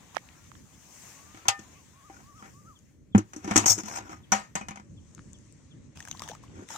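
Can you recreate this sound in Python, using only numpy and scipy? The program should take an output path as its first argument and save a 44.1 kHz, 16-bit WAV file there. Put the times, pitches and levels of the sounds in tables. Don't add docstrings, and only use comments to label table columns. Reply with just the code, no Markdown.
import sys
import numpy as np
from scipy import signal
from scipy.fft import rfft, irfft, next_fast_len
from scipy.io import wavfile
from scipy.ndimage import uniform_filter1d, map_coordinates

SR = 44100
rng = np.random.default_rng(int(sys.argv[2]) if len(sys.argv) > 2 else 0)


def inscribe(sig):
    pcm = np.round(np.clip(np.atleast_2d(sig).T, -1, 1) * 32767)
    wavfile.write(sys.argv[1], SR, pcm.astype(np.int16))


N = 298557
TIME = np.arange(N) / SR
LEFT_RIGHT = np.array([[1], [-1]])


def amp(db):
    return 10 ** (np.asarray(db) / 20)


def unit_rms(x):
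    return x / np.sqrt(np.mean(x ** 2) + 1e-20)


def along(points, hz):
    f, value = np.transpose(points)
    return np.interp(np.log(hz + 1), np.log(f + 1), value)


def wobble(rate):
    return map_coordinates(rng.standard_normal(int(N * rate / SR) + 4), [TIME * rate])


def add(track, s, sound):
    part = track[..., round(s * SR):][..., :sound.shape[-1]]
    part += sound[..., :part.shape[-1]]


def filtered(x, response):
    size = next_fast_len(N + SR // 2)
    return irfft(rfft(x, size) * response(np.fft.rfftfreq(size, 1 / SR)), size)[..., :N]


def lagged(x, lag_s):
    return filtered(x, lambda f: np.exp(-1j * np.pi * f * lag_s * LEFT_RIGHT))


def noise(spectrum, coherence, patchy_db):
    def mid_side(hz):
        angle = np.arccos(np.clip(along(coherence, hz), -1, 1)) / 2
        return amp(along(spectrum, hz)) * [np.cos(angle), np.sin(angle)]
    white = signal.stft(rng.standard_normal((2, N)), nperseg=512)[2]
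    patches = uniform_filter1d(uniform_filter1d(rng.standard_normal(white.shape[1:]), 6, 0), 8, 1)
    pair = signal.istft(white * amp(patchy_db * unit_rms(patches)), nperseg=512)[1][:, :N]
    mid, side = filtered(pair, mid_side)
    return np.array([mid + side, mid - side]) / np.std(mid)


def swells(rows, fall_db_per_s):
    s, rise, hold, *levels = np.transpose(rows)[:, :, None]
    t = TIME[::40]
    rise_db = -40 * np.maximum(s - t, 0) / np.maximum(rise, .003)
    fall_db = -fall_db_per_s * np.maximum(t - s - hold, 0)
    return [np.interp(TIME, t, amp(np.max(db + rise_db + fall_db, axis=0))) for db in levels]


# f/Hz, level/dB
RUMBLE = [(12, -38), (20, -23.5), (75, 2), (155, 0), (189, -2.5), (321, -6.5), (359, -13.5), (600, -20.5),
          (780, -49), (1320, -120)]
RUSTLE = [(240, -38), (400, -5.5), (1110, -1.5), (1380, -5), (1860, -1.5), (4500, -10.5), (5850, -28.5),
          (9900, -120)]
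HISS = [(2350, -37), (4000, -20.5), (4700, -9), (5710, -1), (6460, 3), (7850, -2), (10000, -17),
        (13000, -48), (22000, -120)]
HIGH_HISS = [(5590, -32.5), (9500, -0.5), (11500, -4), (14900, -1), (16000, -11.5)]
# t/s, rustle level/dB, hiss level/dB
FOLIAGE_LEVEL = [(0.0, -61, -65), (0.71, -67.5, -65.5), (1.04, -59, -54.5), (1.42, -61, -64),
                 (1.99, -67.5, -67.5), (2.5, -70.5, -66.5), (2.71, -74, -69), (3.15, -81, -86),
                 (3.3, -70.5, -69), (4.3, -69.5, -75), (4.85, -77, -74), (5.18, -70, -68),
                 (5.5, -71, -68.5), (5.93, -73, -76), (6.45, -65, -71.5), (6.66, -67, -67)]
# t/s, level/dB
RUMBLE_LEVEL = [(0.0, -58), (3.3, -58.5), (4.25, -55.5), (6.4, -53), (6.7, -58.5)]
HIGH_HISS_LEVEL = [(0.0, -9), (2.9, -9), (4.5, -7.5), (4.9, -22), (6.7, -31.5)]
# f/Hz, coherence
COHERENCE = [(60, 1), (240, 0.3), (950, 0.54), (3770, 0.037), (15000, 0.03)]

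def field():
    s, *levels = np.transpose(FOLIAGE_LEVEL)
    rustle_db, hiss_db = (np.interp(TIME, s, db) for db in levels)
    rumble_db = np.interp(TIME, *np.transpose(RUMBLE_LEVEL))
    high_hiss_db = hiss_db + np.interp(TIME, *np.transpose(HIGH_HISS_LEVEL))
    brush = wobble(19)
    return (amp(rumble_db + 1.8 * wobble(7.3)) * noise(RUMBLE, COHERENCE, patchy_db=2)
            + amp(rustle_db + .85 * brush) * noise(RUSTLE, COHERENCE, patchy_db=2)
            + amp(hiss_db + .6 * brush) * noise(HISS, COHERENCE, patchy_db=1.5)
            + amp(high_hiss_db + .8 * brush) * noise(HIGH_HISS, COHERENCE, patchy_db=-0.5))


# t/s, duration/s, start f/Hz, end f/Hz, glide exponent, relative level/dB
SLIDES = [(0.308, 0.14, 1264, 1406, 0.44, -68.5), (1.14, 0.35, 1085, 1385, 1.3, -62)]
# t/s, duration/s, top f/Hz, relative level/dB
PHRASES = [(1.63, 0.22, 1170, -70), (1.93, 0.2, 1256, -63), (2.227, 0.22, 1309, -60),
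           (2.536, 0.22, 1347, -60)]
# share of duration, f over top f, level/dB
CONTOUR = [(0., .79, -4), (.31, .91, -5.5), (.48, .83, -9), (.66, 1.014, 1), (.82, .88, -2),
           (1., 0.682, -11.5)]

def whistler():
    song = np.zeros(N)
    for s, length, low_hz, high_hz, bow, db in SLIDES:
        u = np.linspace(0, 1, round(length * SR))
        pitch = low_hz + (high_hz - low_hz) * u ** bow
        envelope = amp(db - 4.6 * (2 - u)) * np.sin(np.pi * u) ** .3
        add(song, s, envelope * np.sin(2 * np.pi * np.cumsum(pitch) / SR))
    share, bend, bend_db = np.transpose(CONTOUR)
    for s, length, top_hz, db in PHRASES:
        u = np.linspace(0, 1, round(length * SR))
        pitch = uniform_filter1d(top_hz * np.interp(u, share, bend), size=600)
        envelope = amp(db + np.interp(u, share, bend_db)) * np.sin(np.pi * u) ** .26
        add(song, s, envelope * np.sin(2 * np.pi * np.cumsum(pitch) / SR))
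    return song * amp(8.5 + 2.3 * wobble(27))


def chirper(count=10, first_s=2.378, period_s=0.3692, start_hz=3800, fall_hz_per_s=25000):
    song, t = np.zeros(N), np.arange(round(0.041 * SR)) / SR
    chirp = np.hanning(len(t)) * np.sin(2 * np.pi * (start_hz * t - fall_hz_per_s * t * t / 2))
    for k in range(count):
        add(song, first_s + k * period_s, amp(rng.normal(-59.5, 1.5)) * chirp)
    return song


def birds(t60=0.3):
    song, t = whistler() + chirper(), np.arange(SR // 5) / SR
    trees = amp(-60 * t / t60) * rng.standard_normal((2, len(t)))
    echo = signal.fftconvolve(song[None], trees / np.linalg.norm(trees[0]), axes=1)[:, :N]
    return lagged(song, lag_s=0.00017) + amp(-11) * echo


# t/s, relative level/dB, centre f/Hz, 30 dB decay/s, leftward bias/dB
TICKS = [(0.1465, -40.5, 1100, 0.005, -17), (0.15, -35, 6200, 0.003, -8), (0.156, -41, 1700, 0.0095, -21),
         (0.162, -35, 1600, 0.01, -16), (0.163, -49, 10000, 0.002, -12), (0.1681, -17.5, 830, 0.0056, -17),
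         (0.1683, -28.5, 5560, 0.0018, -15.5), (0.18, -43, 2000, 0.011, -19),
         (0.289, -38.5, 2480, 0.002, 15), (0.443, -51, 6390, 0.004, 18), (0.517, -46, 1220, 0.0031, -24),
         (0.553, -50, 1200, 0.0059, -23), (2.328, -53, 1146, 0.0056, -4), (2.38, -51, 1280, 0.0042, 0),
         (2.79, -45, 6560, 0.0042, 10), (4.045, -47, 743, 0.0035, 1), (4.204, -48.5, 755, 0.0044, 0),
         (5.149, -36, 6600, 0.0035, 12.5), (5.18, -41, 1250, 0.0049, 13), (5.192, -38.5, 1130, 0.0059, 12),
         (5.332, -38.5, 7050, 0.003, 18), (5.387, -48, 6940, 0.004, 14), (5.525, -44.5, 7700, 0.0044, 18)]

def ticks():
    out, t = np.zeros((2, N)), np.arange(SR // 20) / SR
    for s, db, hz, decay_s, pan_db in TICKS:
        snap = (rng.standard_normal(len(t)) + 6 * (t == 0)) * amp(-30 * t / decay_s)
        click = signal.lfilter(*signal.iirpeak(hz, 2.1 * (hz / 1000) ** 1.02, SR), snap)
        click = signal.lfilter(*signal.butter(2, min(3 * hz, 11000), fs=SR), click)
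        click = signal.lfilter(*signal.butter(1, 0.63 * hz, 'high', fs=SR), click)
        click *= amp(db + 1.5) / np.abs(click).max()
        add(out[0], s + max(0, -pan_db) * 4e-5, amp((pan_db - 17) / 2) * click)
        add(out[1], s, amp((0.5 - pan_db) / 2) * click)
    return out


def bubble(t, hz, cycles, rise):
    u = t * hz / cycles
    return np.sin(2 * np.pi * hz * t * (1 + rise * u)) * np.exp(-3 * u) * (1 - np.exp(-t * hz / 0.5))


# t/s, relative level/dB, f/Hz, spit level/dB re drop
DROPS = [(5.973, -47, 3300, 0), (5.994, -42, 5430, -13), (6.004, -32, 1730, -7.5), (6.026, -43, 3240, -4),
         (6.052, -44, 1610, 3), (6.075, -36, 1550, -7), (6.085, -41.5, 896, 4), (6.113, -30.5, 3580, -4),
         (6.127, -38, 2860, -13), (6.149, -38.5, 1000, -21), (6.172, -41, 3980, -9),
         (6.195, -29.5, 4690, -9), (6.204, -36.5, 1000, -10), (6.22, -30, 1135, -4), (6.237, -40, 3340, -5),
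         (6.26, -43, 826, -12), (6.277, -38, 905, -3.5), (6.288, -34, 1620, -0.5), (6.297, -34.5, 482, -14),
         (6.308, -36.5, 636, -16), (6.316, -31.5, 790, -26), (6.314, -40, 3460, -11),
         (6.333, -36, 860, -15.5), (6.351, -40.5, 1160, -6.5), (6.437, -42, 1033, -12),
         (6.688, -53, 3380, 11), (6.704, -34, 884, -10), (6.754, -31, 805, -25), (6.761, -32, 1200, -11),
         (6.48, -51, 2850, -21)]
# full at t/s, rise/s, hold/s, relative level/dB
SPLASHES = [(5.958, 0.018, 0.39, -56), (6.222, .015, 0.025, -49), (6.286, 0.018, 0.0096, -47),
            (6.43, 0.029, 0.012, -60), (6.706, 0.074, .07, -46.5)]
# f/Hz, level/dB
SPRAY = [(350, -38), (700, -3), (2000, -12), (3500, -9), (4360, -19.5), (6290, -0.5), (10800, -25),
         (14800, -22), (16200, -34)]

def water(bubbles=700, start_s=5.9):
    drops, spit, fizz = np.zeros(N), np.zeros(N), np.zeros((2, N))
    t = np.arange(SR // 25) / SR
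    for s, db, hz, spit_db in DROPS:
        cycles = 11 + 3.5 * np.log2(hz / 1000)
        add(drops, s, amp(db + .5) * bubble(t, hz, cycles, rise=0.06))
        add(spit, s, amp(db + spit_db + 1.5 - 60 * t / 0.009))
    for when, pitch, size, pan in rng.random((bubbles, 4)):
        blip = amp(11.5 * size ** 3) * bubble(t[:600], 700 * 12 ** pitch, cycles=4.5, rise=0.15)
        add(fizz, start_s + when * (N / SR - start_s), blip * amp(22 * (pan - .5) * LEFT_RIGHT))
    fizz /= np.std(fizz[:, round(start_s * SR):])
    splash = swells(SPLASHES, fall_db_per_s=303)[0]
    spray = (spit + amp(-2) * splash) * noise(SPRAY, [(6000, 0.1)], patchy_db=4)
    return lagged(drops, lag_s=-0.000072) + amp(-6) * splash * fizz + spray


def jolt(s=3.56, hz=31):
    out, cycles = np.zeros((2, N)), np.arange(SR // 8) / SR * hz
    push = amp(-29) * np.sin(2 * np.pi * cycles) * np.exp(-1.6 * cycles)
    add(out, s, push * np.array([[.25], [1]]))
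    return out


def ring(modes, t, length, chance, near_hz, spread_db, lean_db, floor_db, scatter):
    hz, db, t60 = np.transpose(modes)[:, :, None]
    strength, balance, turn, start, bend = chance[:, :len(hz), None]
    hz = hz * (1 + .009 * bend)
    side = LEFT_RIGHT[:, None] * np.clip(hz / 900, .3, 1)
    loss_db = np.minimum(lean_db * np.abs(np.log2(hz / near_hz)), floor_db)
    db = db - loss_db + spread_db * strength + 0.87 * side * balance
    phase = 2 * np.pi * hz * t + 0.52 * side * turn + scatter * start
    tone = np.sum(amp(db - 60 * t / (t60 * length)) * np.sin(phase), axis=1)
    tone *= 1 - np.exp(-t / 0.00038)
    return tone / np.abs(tone).max()


# f/Hz, level/dB, nominal T60/s
BODY = [(106, 2.5, 0.22), (207.6, 0, 0.19), (248, 3, 0.067), (310, 4, 0.095), (366, -11.5, 0.26)]
WALL = [(560, -9, .05), (715, -5, .07), (782.5, 0, 0.19), (860, -7, .07), (926, -4, .09), (973, -4, 0.18),
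        (1082, -6, 0.097), (1235, -10, 0.26), (1340, -9.5, 0.24), (1410, 0.5, 0.044), (1513, -13.5, 0.17),
        (1761, -15, 0.3), (1794, -16, .3), (1895, -10, 0.17), (2020, -14.5, 0.2), (2160, -10.5, 0.13),
        (2233, -12, 0.17), (2295, -9.5, 0.1), (2416, -14, 0.13), (2485, -17.5, 0.28), (2600, -13.5, 0.055),
        (2940, -17, 0.2), (3085, -19, 0.12), (3280, -14, 0.086)]
WIRE = [(5070, -10, 0.071), (5420, -4, .12), (5640, -7.5, 0.13), (6000, -3.5, 0.04), (6340, -7, 0.12),
        (6690, 1, 0.084), (6480, 0, 0.093), (7000, -7.5, 0.11), (7400, -5.5, 0.14), (8800, -13.5, 0.15),
        (7600, -27.5, 0.047), (8250, -15, 0.11)]

def struck_modes(blows, set_down_s=3.1, let_go_s=4.25):
    tones, t = np.zeros((2, N)), np.arange(SR // 5) / SR
    chances = rng.standard_normal((len(blows), 3, 5, len(WALL)))
    for (s, db, body_db, wall_db, _, body_hz, wall_hz, length), chance in zip(blows, chances):
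        length = max(length, .1)
        body_length = 1.015 * length
        wall_length = 0.9 if s < set_down_s else (0.7 if s < let_go_s else 0.85) * body_length
        body = ring(BODY, t, body_length, chance[0], body_hz,
                    spread_db=2.5, lean_db=26.5, floor_db=17, scatter=0)
        wall = ring(WALL, t, wall_length, chance[1], wall_hz,
                    spread_db=2.2, lean_db=28, floor_db=10.5, scatter=1.4)
        wire = ring(WIRE, t, length, chance[2], 6300, spread_db=-1.5, lean_db=8, floor_db=5, scatter=0.88)
        body *= 1 - np.exp(-t / 0.0018)
        add(tones, s, amp(db) * (amp(body_db + 10) * body + amp(wall_db + 6.5) * wall + amp(-16) * wire))
    return tones


def rubbed(modes, force, damping, top_hz):
    def response(f):
        peaks = 0
        for hz, db, t60 in modes:
            loss = 1j * f * damping / t60
            peaks += amp(db) * np.sqrt(t60) * loss / (hz * hz - f * f + loss)
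        return peaks / (1 + 1j * f / top_hz) ** 2
    return unit_rms(filtered(force, response))


# full at t/s, rise/s, hold/s, relative level/dB of scuff, body, wall
STROKES = [(1.458, 0.017, 0.016, -59, -50, -40), (1.598, 0.036, 0.15, -62.5, -62, -62.5),
           (2.13, .04, 0.082, -61.5, -60.5, -54), (2.39, 0.15, 0.023, -58, -70, -58),
           (2.455, 0.056, 0.011, -56, -55, -43.5), (3.345, 0.051, 0.033, -59, -49, -52.5),
           (3.45, 0.058, 0.042, -51, -40, -43), (3.515, 0.15, 0.13, -43, -39, -31),
           (3.661, 0.0096, 0.058, -17.5, -45, -31.5), (3.79, 0.18, 0.0026, -36.5, -41, -35),
           (3.86, 0.085, 0.12, -41, -49, -38), (4.0, 0.046, 0.11, -57.5, -50, -44),
           (4.122, 0.3, 0.0086, -47, -50, -40.5), (6.59, 0.19, 0.036, -58, -43.5, -47.5),
           (6.708, 0.033, .07, -47.5, -54.5, -43.5)]
# f/Hz, level/dB
SCUFF = [(2240, -43.5), (3800, -22), (4700, -15), (5400, -1), (5990, 0.5), (7820, -5.5), (10200, -30.5),
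         (10500, -32), (11300, -20), (14900, -19), (16200, -68)]

def scraping():
    rim, body, wall = swells(STROKES, fall_db_per_s=450.5)
    grit = amp(4 * wobble(160) + 2.2 * wobble(50) - 2)
    friction = noise([(1000, 0)], [(150, 0.99), (3000, 0.38)], patchy_db=2)
    slips = grit * friction
    tones = amp(-0.5) * body * rubbed(BODY, friction, damping=6.8, top_hz=536)
    tones += amp(-5.5) * wall * rubbed(WALL, slips, damping=3.3, top_hz=3980)
    scuff = amp(-6) * grit ** 0.73 * noise(SCUFF, [(6000, 0.16)], patchy_db=5)
    rattle = amp(-7) * rubbed(WIRE, slips, damping=1.2, top_hz=9000)
    return tones, rim * (scuff + rattle), amp(-13.5) * wall * grit


# f/Hz, level/dB
CLATTER = [(260, -25), (450, -15), (787, -8), (1080, -10.5), (2180, -13), (2800, -23.5), (3640, -45.5),
           (6160, -120)]
BITE = [(1590, -26), (2700, 0), (3550, -5), (4660, -5), (5000, -2), (6500, -26), (11000, -120)]
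SIZZLE = [(2820, -52.5), (4800, -18.5), (5980, 4), (7870, -4.5), (10300, -22.5), (10600, -25), (12800, -23),
          (14900, -29), (15900, -37.5), (16200, -60.5)]

def dense_modes(blows, wall_drive):
    clatter, bite, sizzle = np.zeros((3, N))
    t = np.arange(SR // 5) / SR
    rise = 1 - np.exp(-t / 0.00028)
    crack = amp(-60 * t / 0.029)
    for s, db, _, wall_db, bite_db, _, _, length in blows:
        decay_db = -60 * t / max(length, .1)
        add(clatter, s, rise * amp(db + wall_db - 17) * (amp(decay_db / 0.28) + 1.8 * crack))
        add(bite, s, rise * amp(db + bite_db - 7.5) * (amp(decay_db / 0.23) + 0.47 * crack))
        add(sizzle, s, rise * amp(db - 19.5) * (amp(decay_db / 0.21) + 4.1 * crack))
    return ((clatter + wall_drive) * noise(CLATTER, [(1000, 0.13)], patchy_db=1)
            + bite * noise(BITE, [(4000, 0.36)], patchy_db=1)
            + sizzle * noise(SIZZLE, [(6000, 0.19)], patchy_db=3))


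# t/s, relative level/dB, offsets/dB of body, wall, bite,
# favoured body f/Hz, decay time factor
HANDLE_DROP = (4.3195, -13, -16, -7, -16.5, 203, 1.13)
LANDING_HZ = [1400, 2150, 2600, 1400]

def bounces(flight_s=0.234, restitution=0.56, loss_db=10, dulling_db=2.5, shortening=0.7):
    s, db, *offsets_db, body_hz, length = HANDLE_DROP
    return [(s + flight_s * (1 - restitution ** k) / (1 - restitution), db - loss_db * k,
             *(np.array(offsets_db) + dulling_db * k), body_hz, wall_hz, length * shortening ** k)
            for k, wall_hz in enumerate(LANDING_HZ)]


# t/s, relative level/dB, offsets/dB of body, wall, bite,
# favoured body f/Hz, favoured wall f/Hz, decay time factor
BLOWS = [(1.345, -50, 3, -1, -6.5, 330, 2400, 0.57), (1.3724, -53.5, 0.5, 5, -4, 318, 1317, 1),
         (1.454, -52, -15, 12, -6.5, 310, 1000, 0.3), (1.483, -5, -35, -16, -9.5, 120, 1780, 0.42),
         (1.4865, -32, -20.5, 4.5, -17, 106, 1085, 0.7), (1.495, -36, -19.5, 3, -9, 106, 2600, 0.5),
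         (1.5912, -40.5, 0, -11, -11, 248, 1740, 0.67), (2.0984, -54, 7, 8, -14, 329, 766, 0.6),
         (2.4244, -52.5, 4, 9, -10, 254, 1370, 1), (2.4444, -57, -14, 0, -18, 216, 1390, 0.7),
         (3.1484, -42.5, 34, 21, -4, 225, 900, 0.45), (3.1527, -52, 37, 8.5, -8, 243, 975, 0.42),
         (3.158, -47, 26.5, 14, -4, 106, 975, 0.53), (3.1885, -51, 25, 10, -4, 272, 1400, 0.83),
         (3.1793, -23.5, 4.5, -10.5, -21, 250, 1250, 0.46),
         (3.3336, -38.5, -14, -1.5, -12.5, 366, 1350, 0.5),
         (3.3628, -35.5, -1.5, -15.5, -22.5, 314, 1320, 1), (3.4446, -37, 5, -4.5, -15, 205, 1650, 1),
         (3.4764, -38, 6, 1, -8, 307, 1620, 1), (3.5104, -27, 2.5, -1.5, -9, 202, 2160, 0.57),
         (3.5586, -12, -3.5, -5.5, -15.5, 280, 1653, 0.91),
         (3.5643, -8, -17.5, -13.5, -17, 104, 1668, 0.09), (3.5754, -8, -15, -23, -18, 311, 2130, 0.72),
         (3.6584, -12.5, -13.5, -12.5, -18, 360, 1250, 0.38),
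         (3.6625, -12, -25, -17.5, -31, 106, 782, 0.22), (3.6804, -15, -28.5, -18, -28, 310, 782, .6),
         (3.6976, -13, -26, -32, -32, 96.9, 1300, 1), (3.7055, -15, -30, -26, -32, 106, 782, .6),
         (3.718, -19, -28, -24, -30, 106, 1300, .5), (3.7788, -30.5, -1, -15, -19, 309.5, 1350, 0.86),
         (3.8342, -39, -0.5, -5, -12, 200, 1280, 0.7), (3.8581, -34, -10, -15, -20, 213, 1250, 0.8),
         (3.9124, -43, -20, 9, -10, 190, 926, 0.1), (3.9366, -42.5, -23, -10, -5, 188, 1870, 1),
         (3.969, -41, -22, -14, -3, 310, 1235, 0.5), (3.9844, -41, -6, 4.5, -14, 314, 1440, 0.85),
         (4.1294, -53, 9.5, 10, -14, 330, 1240, 1), (4.0937, -44.5, 2.5, 0, -10.5, 310, 1235, 0.67),
         (4.3225, -30, -26, 10, -16, 203, 2150, 0.4), (4.333, -37, -13, 13.5, -10, 204, 800, 1),
         (4.56, -41.5, 3.5, 11.5, -13.5, 204.6, 980, 0.85), (4.6114, -47.5, 7, 10, -17.5, 205, 2485, 0.74),
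         (4.772, -49.5, -2, 5, -11.5, 204, 2150, 0.58), (4.7082, -44.5, 1, 4, -11, 208, 2480, 0.93),
         (4.797, -50.5, 4, 4, -14, 199, 1430, 0.68)]

def bucket(cutoff_hz=45):
    blows = BLOWS + bounces()
    struck = struck_modes(blows)
    scraped, scuff, wall_drive = scraping()
    tones = filtered(struck + scraped, lambda f: (1j * f / (cutoff_hz + 1j * f)) ** 2)
    return lagged(tones + scuff + dense_modes(blows, wall_drive), lag_s=0.000345)


def scene():
    return bucket() + jolt() + ticks() + water() + birds() + field()


# f/Hz, left minus right level/dB
IMBALANCE = [(60, -2.5), (150, -0.5), (380, 1), (950, 4), (2380, 3.5), (5980, 7.5), (15000, 2.5)]

def record(dry, ceiling=.9, top_hz=16300):
    def microphones(hz):
        pair = amp(along(IMBALANCE, hz) * LEFT_RIGHT / 2)
        return pair / pair.mean(axis=0)
    coloured = filtered(dry, microphones)
    rounded = coloured / (1 + np.abs(coloured / ceiling) ** 4) ** .25
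    return filtered(rounded, lambda hz: hz < top_hz)


dry = scene()
out = record(dry)
inscribe(out)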